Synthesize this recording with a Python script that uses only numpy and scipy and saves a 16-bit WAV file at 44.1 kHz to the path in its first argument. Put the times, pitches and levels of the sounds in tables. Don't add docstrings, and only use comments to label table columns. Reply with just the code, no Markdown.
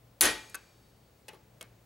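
import sys
import numpy as np
from scipy import signal
from scipy.fft import rfft, irfft
from scipy.io import wavfile
from scipy.ndimage import uniform_filter1d

SR = 44100
rng = np.random.default_rng(int(sys.argv[2]) if len(sys.argv) > 2 else 0)


def store_wav(level_fs):
    pcm = np.round(np.clip(np.atleast_2d(level_fs), -1, 1) * 32767)
    wavfile.write(sys.argv[1], SR, pcm.T.astype(np.int16))


def decibels_to_gain(level_db):
    exponent = np.asarray(level_db, float) / 20
    return 10 ** exponent


N = 81585

# start in seconds, level in dB.
BLOW = [
    (0.2094, -8.5),
    (0.2130, -12.5),
    (.2150, -14.5),
    (0.2208, -16),
    (.2260, -20),
    (0.246, -20.5),
    (.2540, -17.5),
    (.2760, -29.5),
]
# frequency in Hz, ratio in dB.
SPREAD = [(60, -32), (250, -20), (600, -8), (2500, -9), (5000, -10), (10000, -18)]
LIGHT_WAVER_DB, STRONG_WAVER_DB = 1.5, 3


def at(table, hz):
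    a = np.array(table, float)
    return np.interp(np.log(hz), np.log(a[:, 0]), a[:, 1])


def colour(x, table):
    hz = np.maximum(np.fft.rfftfreq(2048, 1 / SR), 20)
    cepstrum = irfft(np.log(decibels_to_gain(at(table, hz))))
    cepstrum[1:1024] *= 2
    cepstrum[1025:] = 0
    h = irfft(np.exp(rfft(cepstrum)))[:1024]
    h = h / np.sqrt(np.sum(h ** 2))
    return signal.fftconvolve(x, h[None], axes=1)[:, :N]


def bands():
    f = np.fft.rfftfreq(N, 1 / SR) + 1
    for hz in 25 * 2 ** np.arange(0, 9.5, 1 / 3):
        u = np.clip(3 * np.log2(f / hz), -1, 1)
        spectrum = rfft(rng.standard_normal((2, N))) * np.cos(u * np.pi / 2)
        mid, side = irfft(spectrum, N)
        yield hz, mid, side


def pair(mid, side):
    return np.array([mid + side, mid - side])


def walk(rate_hz):
    k = int(SR / rate_hz)
    held = np.repeat(rng.standard_normal(N // k + 1), k)
    return 0.94 * uniform_filter1d(held, k)[:N]


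def since(start_s):
    t = np.arange(N) / SR - start_s
    return np.maximum(t, 0), t >= 0


def fade(t, t60_s):
    return decibels_to_gain(-60 * t / max(t60_s, .005))


def rows(pitches, table):
    return [(hz, *row) for hz, row in zip(pitches, table)]


def modes(start_s, table, rise_s=0.00025, scatter_db=0., waver_db=LIGHT_WAVER_DB):
    t, on = since(start_s)
    out, draws = 0, rng.standard_normal((len(table), 3))
    for (hz, db, t60_s), (turn, lean, scatter) in zip(table, draws):
        phase = 2 * np.pi * hz * t + 2 * turn
        level_db = db + scatter_db * scatter + waver_db * walk(25 + hz / 100)
        env = decibels_to_gain(level_db) * fade(t, t60_s)
        side = 0.41 * lean * decibels_to_gain(at(SPREAD, hz)) * env * np.cos(phase)
        out = out + pair(env * np.sin(phase), side)
    return out * on * (1 - np.exp(-t / rise_s))


def crack(start_s, db, decay_s):
    t, on = since(start_s)
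    mid, side = rng.standard_normal((2, N))
    return decibels_to_gain(db) * on * np.exp(-t / decay_s) * pair(mid, 0.31 * uniform_filter1d(side, size=3))


def workshop():
    # frequency in Hz, density in dB per Hz.
    floor = [(15, -56), (25, -25.5), (43, -16), (117, -5), (270, -14), (516, -15.5), (1440, -26.5),
             (14400, -37), (16000, -34.5)]
    # frequency in Hz, rms level in dB.
    tones = [(58, -73), (15736, -79.5)]
    # time in seconds, rms level in dB.
    hum = [(0.0, -66), (0.066, -63), (0.354, -78), (0.376, -75), (0.86, -67), (1.2, -73), (1.746, -59.5),
           (1.85, -65.5)]
    floor_db, floor_spread_db = -61, 3.5
    duck_db, duck_s, hum_hz = -3, 0.067, 117
    out, t = 0, np.arange(N) / SR
    for hz, mid, side in bands():
        db = at(floor, hz) + 1.0 * walk(14)
        out = out + decibels_to_gain(db) * pair(mid, decibels_to_gain(at(SPREAD, hz) + floor_spread_db) * side)
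    after, on = since(BLOW[0][0])
    duck = duck_db * on * np.exp(-(after / duck_s) ** 2)
    out = out * decibels_to_gain(floor_db - 2 + duck) / np.std(out)
    hum_db = np.interp(t, *np.array(hum).T) - 1.5
    for hz, db in [*tones, (hum_hz, hum_db)]:
        drift_s = np.cumsum(.012 * walk(6)) / SR * (hz < 1000)
        tone = np.sin(2 * np.pi * hz * (t + drift_s))
        out = out + np.sqrt(2) * decibels_to_gain(db + 1.5 * walk(15)) * tone
    return out


def shudder():
    # frequency in Hz, density in dB per Hz.
    shudder_colour = [(60, -31.5), (150, -10.5), (433, -0.5), (1000, -4.5), (1830, -1.5), (4000, -5.5),
                      (10000, -10.5), (16000, -27)]
    # frequency in Hz, t60 in seconds.
    shudder_t60 = [(150, 0.36), (500, 0.27), (1500, 0.3), (4000, 0.3), (8000, 0.24), (15000, 0.23)]
    # frequency in Hz, swell time in seconds.
    shudder_swell = [(200, 0.031), (1500, 0.024), (5000, 0.026), (12000, 0.0022)]
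    shudder_db, late_db, late_t60_s, rattle_db = -26.5, -35, 1.3, -0.5
    t, _ = since(BLOW[0][0])
    out, rattle = 0, walk(250)
    for hz, mid, side in bands():
        swell = (1 - np.exp(-t / max(at(shudder_swell, hz), .001))) ** 2
        env = swell * (fade(t, at(shudder_t60, hz)) + decibels_to_gain(late_db) * fade(t, late_t60_s))
        gain = decibels_to_gain(at(shudder_colour, hz) + rattle_db * rattle)
        out = out + gain * env * pair(mid, decibels_to_gain(at(SPREAD, hz)) * side)
    return out * decibels_to_gain(shudder_db) / np.std(out[:, int(.24 * SR):int(.3 * SR)])


def ticks(events, body, tail_colour, click_db=0):
    # frequency in Hz, density in dB per Hz.
    bright_colour = [(2000, -28), (4500, -5.5), (6500, -1), (10500, 0.5), (13000, -5), (16000, -21)]
    # frequency in Hz, density in dB per Hz.
    dull_colour = [(200, -17), (1000, -8), (3000, -0.5), (5000, -3.5), (8000, -22.5)]
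    thud_top_hz, body_db, tick_s = 4000, -4, .0012
    tail_gain_db, tail_t60_s, late_db, late_t60_s = -13, 0.16, -12.5, 0.5
    bright = dull = tail = out = 0
    for s, db, thud_db in events:
        bright = bright + crack(s, db + click_db / 2, tick_s)
        dull = dull + crack(s, db + thud_db + click_db - 1, tick_s)
        tail_db = db + thud_db + tail_gain_db
        tail = tail + crack(s, tail_db, tail_t60_s / np.log(1000))
        tail = tail + crack(s, tail_db + late_db, late_t60_s / np.log(1000))
        ring = [(hz, g + thud_db * (hz < thud_top_hz), t60_s) for hz, g, t60_s in body]
        out = out + decibels_to_gain(db + body_db) * modes(s, ring)
    return out + colour(bright, bright_colour) + colour(dull, dull_colour) + colour(tail, tail_colour)


def punch_tip():
    # start in seconds, level in dB, thud in dB.
    set_a = [
        (1.2824, -44, 1.5),
        (1.2846, -44.5, 2.5),
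        (1.2868, -42.5, -2.5),
        (1.2905, -50, 5.5),
        (1.2930, -52.5, 7.5),
    ]
    # start in seconds, level in dB, thud in dB.
    settle = [
        (1.3290, -68, 1),
        (1.3330, -57, 6.5),
        (1.3360, -63.5, 11),
        (1.3440, -58, 8),
        (1.3480, -64.5, 12),
        (1.3530, -70, 11.5),
    ]
    # start in seconds, level in dB, thud in dB.
    set_b = [
        (1.6106, -39, 1.5),
        (1.6120, -44.5, -2.5),
        (1.6152, -41.5, -16),
        (1.6205, -60, 1),
        (1.6262, -43.5, -11),
        (1.6274, -41, -12),
    ]
    # frequency in Hz, level in dB, t60 in seconds.
    set_a_body = [(495, -4, .08), (867, -5, .14), (1140, -12, .06), (1950, -10, .04), (2580, -8, .06),
                  (2870, -6, .06), (7060, -14, .02), (11400, -8, .012)]
    settle_body = [(372, -1, .18), (420, -14, 1.0), (454, -3, .12), (870, -9, .8), (1140, -3, .08),
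                   (10600, 1, .025), (11300, 1, .015)]
    set_b_body = [(511, -11, .09), (1530, -13, .08), (2200, -10, .11), (2580, -1, .025), (3200, 1, .025),
                  (6960, -9, .015), (9150, -8, .015), (11200, -6, .012)]
    # frequency in Hz, density in dB per Hz.
    set_tail = [(88, -33), (200, -6.5), (380, 4.5), (600, 3.5), (900, 0), (2200, 0.5), (5000, -11.5),
                (16000, -28)]
    out = ticks(set_a, set_a_body, set_tail)
    out = out + ticks(settle, settle_body, set_tail, click_db=-7)
    return out + ticks(set_b, set_b_body, set_tail)


def hammer_drop():
    # start in seconds, level in dB, thud in dB.
    graze = [
        (.4972, -47, -20),
        (.5000, -50, -20),
        (.5020, -54, -20),
    ]
    # start in seconds, level in dB, thud in dB.
    drop_events = [
        (.5444, -32.5, -2),
        (.5462, -38.5, -10),
        (.5492, -35.5, -7),
        (.5518, -35, -25),
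        (.5535, -35.5, -14),
        (.5560, -46, -8),
    ]
    # frequency in Hz, level in dB, t60 in seconds.
    graze_body = [(7100, -2, .03), (9000, -10, .02), (11500, -10, .02)]
    drop_body = [(1140, -6, .11), (1350, -3, .05), (1530, 2, .08), (1700, -1, .05), (2590, -8, .15),
                 (6420, -11, .04), (9300, -3, .02), (11500, -3, .012)]
    # frequency in Hz, density in dB per Hz.
    drop_tail = [(88, -42), (300, -2), (900, -9), (1500, 2), (3000, -9), (9000, -23), (16000, -30)]
    return ticks(graze, graze_body, drop_tail) + ticks(drop_events, drop_body, drop_tail)


def blow_cracks():
    # frequency in Hz, density in dB per Hz.
    crack_colour = [(88, -50.5), (300, -28.5), (1000, -16.5), (1830, -9), (2450, -13.5), (4400, -4.5),
                    (6500, -11), (11000, -2), (16000, -11.5)]
    # frequency in Hz, density in dB per Hz.
    click_colour = [(200, -23.5), (1000, -5), (3000, -3.5), (7000, -7), (12000, -2.5), (14000, -15),
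                    (16000, -22.5)]
    crack_s, rebound_db = 0.001, -1
    strike = crack(*BLOW[0], crack_s)
    rebounds = sum(crack(s, db + rebound_db, crack_s) for s, db in BLOW[1:])
    return colour(strike, crack_colour) + colour(rebounds, click_colour)


def singing_steel():
    head_hz = [4764, 6417, 6512, 7219, 7391, 9486, 9569, 9656, 9815, 10297, 10835, 10938, 11457, 11836]
    # level in dB, t60 in seconds.
    head = [(-12, .06), (-14, .08), (-12, .1), (-11, .1), (-14, .08), (-7, .06), (-8, .08), (-10, .06),
            (-9, .08), (-12, .06), (-11, .12), (-12, .1), (-10, .1), (-9, .03)]
    # start in seconds, frequency in Hz, level in dB, t60 in seconds.
    pings = [(.2096, 6200, -22.5, 0.036), (0.2094, 12200, -15.5, 0.015), (.2125, 9530, -14.5, .02),
             (.2150, 9590, -16.5, 0.027), (.2210, 10970, -16.5, .03), (0.2248, 9430, -21, .05),
             (.2350, 6150, -30, 0.034), (.2540, 6400, -26, .045), (0.2543, 10120, -22, .04),
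             (.2610, 1851, -23, .08), (0.273, 6200, -30.5, 0.037), (.2760, 9800, -29, .04),
             (0.261, 10870, -31.5, 0.22)]
    out, partials, head_db = 0, rows(head_hz, head), -23.5
    for s, db in BLOW:
        ring = modes(s, partials, scatter_db=3, waver_db=STRONG_WAVER_DB)
        out = out + decibels_to_gain(db - BLOW[0][1] + head_db) * ring
    return out + sum(modes(s, [(hz, db, t60_s)], waver_db=2.5) for s, hz, db, t60_s in pings)


def bench_and_free_steel():
    bench_hz = [70, 50, 306, 365, 441, 517, 870, 1140, 1511, 1860, 1897, 2230, 3032, 3374]
    # level in dB, t60 in seconds.
    bench = [(-11.5, 0.36), (-15.5, 0.45), (-0.5, 0.329), (-6, 0.3), (-2, 0.3), (-2.5, .3), (-11, 0.61),
             (-10, 0.39), (1, .3), (-2, 0.3), (1, 0.42), (-4.5, 0.12), (-7, 0.2927), (-8, .45)]
    ring_hz = [2412, 2401.8, 3774, 4048, 4554, 4910, 5435, 6471, 6788, 7965, 8086, 8904, 11610, 12020]
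    # level in dB, t60 in seconds.
    ring = [(11, 0.77), (11, 0.9), (-4.5, 1.6), (-5, 1.2), (-5.5, 2.6), (-7.5, 1.1), (-12.5, 2.7), (4, 1.1),
            (2.5, 1.0), (-1, 1.3), (-3, 0.87), (-2.5, 1), (-5, 0.92), (-6, .8)]
    s, bench_db, ring_db = BLOW[0][0], -27.5, -56
    bench_sound = modes(s, rows(bench_hz, bench), rise_s=0.038, waver_db=STRONG_WAVER_DB)
    ring_sound = modes(s, rows(ring_hz, ring), rise_s=0.046)
    return decibels_to_gain(bench_db) * bench_sound + decibels_to_gain(ring_db) * ring_sound


def blow():
    return blow_cracks() + singing_steel() + bench_and_free_steel()


def scene():
    return workshop() + shudder() + punch_tip() + hammer_drop() + blow()


def low_pass(x):
    return signal.sosfilt(signal.butter(12, 16620, fs=SR, output="sos"), x)


def record(dry):
    # frequency in Hz, difference in dB.
    port_lean = [(60, 0), (125, 1.5), (250, 3.8), (500, 5), (1000, 2.4), (2500, 1.2), (10000, 1)]
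    top_hz = 16300
    f = np.fft.rfftfreq(N, 1 / SR) + 1
    lean = decibels_to_gain(at(port_lean, f) / 2)
    top = np.clip((top_hz - f) / 400, 0, 1)
    mix = irfft(rfft(dry) * top * np.array([lean, 1 / lean]), N)
    return low_pass(mix)


dry = scene()
out = record(dry)
store_wav(out)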